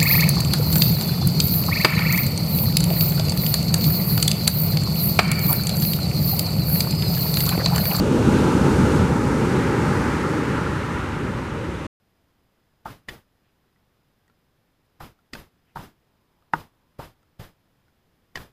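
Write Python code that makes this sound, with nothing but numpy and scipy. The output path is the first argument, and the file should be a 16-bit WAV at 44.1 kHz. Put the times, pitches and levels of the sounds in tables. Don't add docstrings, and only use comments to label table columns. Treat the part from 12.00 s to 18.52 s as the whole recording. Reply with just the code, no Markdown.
import sys
import numpy as np
from scipy import signal
from scipy.fft import rfft, irfft, next_fast_len
from scipy.io import wavfile
from scipy.ndimage import uniform_filter1d, map_coordinates

SR = 44100
rng = np.random.default_rng(int(sys.argv[2]) if len(sys.argv) > 2 else 0)


def digitize_waveform(pressure):
    field = np.atleast_2d(pressure).T
    bounded = np.clip(field, -1, 1)
    quanta = np.round(bounded * 32767).astype(np.int16)
    wavfile.write(sys.argv[1], SR, quanta)


N = 287531
TIME = np.arange(N) / SR
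AGE = np.arange(SR // 4) / SR


def amp(db):
    return 10 ** (np.asarray(db) / 20)


def unit(x):
    return x / np.sqrt(np.mean(x ** 2) + 1e-20)


def fade(t60_s):
    return np.exp(-np.log(1000) * AGE / t60_s)


def sine(hz):
    return np.sin(2 * np.pi * hz * AGE)


def hiss():
    return rng.standard_normal(len(AGE))


def add(track, start_s, sound):
    part = track[round(start_s * SR):][:len(sound)]
    part += sound[:len(part)]


def lowpass(x, hz, order=2):
    return signal.lfilter(*signal.butter(order, min(hz, SR / 2 - 1), fs=SR), x)


def noise(gain):
    size = next_fast_len(N + 8192)
    spectrum = rfft(rng.standard_normal(size))
    shaped = irfft(spectrum * gain(np.fft.rfftfreq(size, 1 / SR)), size)
    return unit(shaped[:N])


def band(centre_hz, width_hz):
    return noise(lambda f: np.exp(-2 * ((f - centre_hz) / width_hz) ** 2))


def wobble(rate_hz):
    knots = rng.standard_normal(int(N * rate_hz / SR) + 4)
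    return map_coordinates(knots, [TIME * rate_hz])


def humps(rows):
    return sum(amp(db) * np.exp(-((TIME - s) / half_s) ** 2) for s, db, half_s in rows)


def ring(modes, pitch, scatter_db):
    luck = rng.standard_normal(len(modes))
    total = np.zeros(len(AGE))
    for k, (hz, db, t60_s) in enumerate(modes):
        strength = (-1) ** k * amp(db + scatter_db * luck[k])
        total += strength * fade(t60_s) * sine(hz * pitch)
    return total


# [t/s, string level/dB, string tilt/(dB/octave),
# push level/dB, crack level/dB, crack edge f/Hz, echo delay/s, echo level/dB, echo darkness 0-1]
STROKES = [(1.0851, -26.5, .5, -38, -32, 4200, .00403, -.5, 0.02),
           (3.333, -32, 5.5, -32.5, -29, 5050, .0178, 0, 1),
           (6.3550, -22.7, -1.2, -41, -28.5, 5650, .0166, -5.5, 0.51)]


def racket(pitch=1.006):
    dark_tilt_db_per_oct, dark_pitch_drop, dark_crack_db = -9.5, 0.171, -6.5
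    echo_push_db = -10
    out = np.zeros(N)
    for s, string_db, tilt_db, push_db, crack_db, edge_hz, delay_s, echo_db, dark in STROKES:
        add(out, s, pop(tilt_db, pitch, string_db, push_db, crack_db, edge_hz))
        echo = pop(
            tilt_db + dark_tilt_db_per_oct * dark,
            pitch * (1 - dark_pitch_drop * dark),
            string_db,
            push_db + echo_push_db,
            crack_db + dark_crack_db * dark,
            edge_hz)
        add(out, s + delay_s, amp(echo_db) * echo)
    return out


# [f/Hz, level/dB, t60/s]
RACKET = [(438, -23, 0.043), (804, -13, 0.028), (1099, -12.5, 0.054), (1440, -21, 0.065), (1734, -6, 0.025),
          (1878, 0, 0.037), (2070, -3.5, 0.022), (2595, -16.5, 0.057), (2994, -9.5, 0.0408),
          (3457, -13.5, 0.055), (3956, -30, 0.02), (4695, -15.5, 0.04), (5080, -12, 0.032),
          (6910, -19.5, 0.038), (7970, -24.5, 0.037)]


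def pop(tilt_db_per_oct, pitch, string_db, push_db, crack_db, edge_hz,
        contact_s=0.00123, crack_t60_s=0.035, fizz_db=-7, fizz_hz=10000, push_hz=235, push_t60_s=0.039):
    modes = [(hz, db + tilt_db_per_oct * np.log2(hz / 1875), t60_s) for hz, db, t60_s in RACKET]
    strings = amp(string_db) * ring(modes, pitch, scatter_db=2)
    push = amp(push_db) * fade(push_t60_s) * sine(push_hz)
    felt = unit(lowpass(hiss(), edge_hz, order=6))
    fizz = amp(fizz_db) * lowpass(hiss(), fizz_hz)
    crack = amp(crack_db) * (felt + fizz) * fade(crack_t60_s)
    onset = 1 - np.exp(-AGE / contact_s)
    return (strings + push + crack) * onset


# [t/s, ring level/dB, contact sharpness f/Hz, first pitch ratio,
# thud level/dB, shudder level/dB, second landing delay/s, its ring level re first/dB]
KNOCKS = [(0.8560, -16, 1300, .93, -45, -36.5, 0.0059, -7),
          (3.0030, -30, 1900, .96, -39.5, -40.5, 0.00389, 4),
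          (3.7583, -17.5, 1380, .99, -42, -36.5, .0107, -4.5),
          (3.7930, -25, 900, 1.03, -29, -46, .011, -7.5),
          (4.5354, -.7, 6840, .985, -40, -45, 0.0167, -23.5),
          (4.9910, -19.5, 620, .62, -26.5, -38.5, .0073, -2), (5.3960, -23.5, 400, .6, -29, -54, .018, -15)]


def knocks(thud_hz=130, thud_t60_s=0.037, shudder_t60_s=.22, shudder_rise_s=.007):
    second_pitch, second_thud_db = .96, -8
    second_hz = 1700
    out = np.zeros(N)
    for s, ring_db, sharp_hz, pitch, thud_db, shudder_db, delay_s, second_db in KNOCKS:
        first = amp(ring_db) * landing(pitch, sharp_hz)
        thud = amp(thud_db) * fade(thud_t60_s) * sine(thud_hz)
        crowd = band(centre_hz=1060, width_hz=780)[:len(AGE)]
        shudder = crowd * fade(shudder_t60_s) * (1 - np.exp(-AGE / shudder_rise_s))
        add(out, s, first + thud + amp(shudder_db) * shudder)
        second = amp(ring_db + second_db) * landing(second_pitch, np.sqrt(sharp_hz * second_hz))
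        add(out, s + delay_s, second + amp(second_thud_db) * thud)
    return out


# [f/Hz, level/dB, t60/s]
HOLLOW = [(159, -25.5, 0.13), (323, -26.5, .075), (389.5, -32, 0.092), (499, -31.5, .08),
          (775.5, -9.5, 0.012), (945.6, -7, 0.033), (1143.3, -27.5, 0.073), (1274, -15.5, 0.043),
          (1470, -14, 0.043), (1620, -9.5, 0.012), (1942, -12, .011), (2189, -36.5, 0.054),
          (2575, -33.5, 0.02), (2866, -29.5, .024)]


def landing(pitch, sharp_hz, click_db=-33, click_hz=4500, click_t60_s=.025):
    click = amp(click_db) * unit(lowpass(hiss(), click_hz)) * fade(click_t60_s)
    return lowpass(ring(HOLLOW, pitch, scatter_db=0.4) + click, sharp_hz, order=4)


def surroundings(x, wet_db=-29.5, t60_s=0.16, dull_hz=2200, rise_s=0.0072):
    tail = lowpass(hiss(), dull_hz) * fade(t60_s) * (1 - np.exp(-AGE / rise_s))
    return amp(wet_db) * signal.fftconvolve(x, tail / np.linalg.norm(tail))[:N]


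# [t/s, level/dB, f/Hz]
FAR = [(1.7608, -38, 1950), (2.2800, -34.5, 1900), (2.299, -31.5, 1370), (3.19, -33.5, 1380),
       (4.4240, -33.5, 1250), (5.2306, -36, 1350), (5.8824, -35.5, 1460)]
# [t/s, level/dB]
SNAPS = [(2.279, -35), (5.23, -35)]
# [t/s, level/dB, half length/s]
SCUFFS = [(1.472, -52.5, .05), (3.695, -48.5, 0.03)]


def court(pock_t60_s=0.031, grit_t60_s=0.015, snap_t60_s=0.013):
    out = np.zeros(N)
    for s, db, hz in FAR:
        pock = fade(pock_t60_s) * sine(hz)
        grit = unit(lowpass(hiss(), 3400)) * fade(grit_t60_s)
        add(out, s, amp(db) * (pock + 0.52 * grit))
    for s, db in SNAPS:
        tick = band(centre_hz=7500, width_hz=4800)[:len(AGE)] * fade(snap_t60_s)
        add(out, s, amp(db - 7) * tick)
    return out + humps(SCUFFS) * band(centre_hz=2420, width_hz=1300)


# [f/Hz, level/dB per Hz]
AIR = [(20, -2.5), (50, -1), (130, 0.5), (300, -6), (600, -11), (1000, -13.5), (1900, -17), (2400, -20),
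       (3400, -20.5), (6000, -28.5), (9300, -33), (12400, -29), (13500, -32), (15500, -34.5)]
# [t/s, level/dB, half length/s]
SWELL = [(4.6, -52.5, 0.6544)]


def air(db=-42.5, gust_db=0.3, gust_rate_hz=5):
    hz, level_db = np.transpose(AIR)
    rush = noise(lambda f: amp(np.interp(np.log(f + 1), np.log(hz), level_db)))
    swell = humps(SWELL) * band(centre_hz=953, width_hz=430)
    return amp(db + gust_db * wobble(gust_rate_hz)) * rush + swell


# [f/Hz, width/Hz, rms level/dB]
WHINE = [(5020, 200, -65), (9990, 290, -68), (13990, 130, -73), (15050, 337, -72.5)]
# [t/s, level/dB, half length/s]
CHIRPS = [(3.038, -61.5, .028), (6.412, -65, .022)]


def whine(chirp_db=-65, chirp_rate_hz=50, tone_db=-63, tone_hz=13906, buzz_hz=60, flutter=.5):
    steady = sum(amp(db) * band(hz, width_hz) for hz, width_hz, db in WHINE)
    buzz = 1 + flutter * np.sin(2 * np.pi * buzz_hz * TIME)
    tone = amp(tone_db) * buzz * np.sin(2 * np.pi * tone_hz * TIME)
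    random_chirps = amp(chirp_db) * np.clip(2 * wobble(chirp_rate_hz) - 1, 0, 1)
    chirps = random_chirps + humps(CHIRPS)
    return steady + tone + chirps * band(centre_hz=11330, width_hz=110)


def gate(x, key, threshold_db=-35, depth_db=24.5, hold_s=0.047, release_s=0.1, attack_s=0.0098):
    last_peak_s = np.maximum.accumulate(np.where(np.abs(key) > amp(threshold_db), TIME, -1))
    closed = np.clip((TIME - last_peak_s - hold_s) / release_s, 0, 1)
    ahead = np.interp(TIME + attack_s / 2, TIME, closed)
    closed = uniform_filter1d(ahead, max(int(attack_s * SR), 2))
    return x * amp(-depth_db * closed)


def scene():
    near = racket() + knocks()
    everything = near + surroundings(near) + court() + air() + whine()
    return gate(everything, key=near)[None]


def record(dry, top_hz=15500):
    size = next_fast_len(N + SR // 2)
    kept = np.fft.rfftfreq(size, 1 / SR) < top_hz
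    return irfft(rfft(dry, size) * kept, size)[..., :N]


dry = scene()
out = record(dry)
digitize_waveform(out)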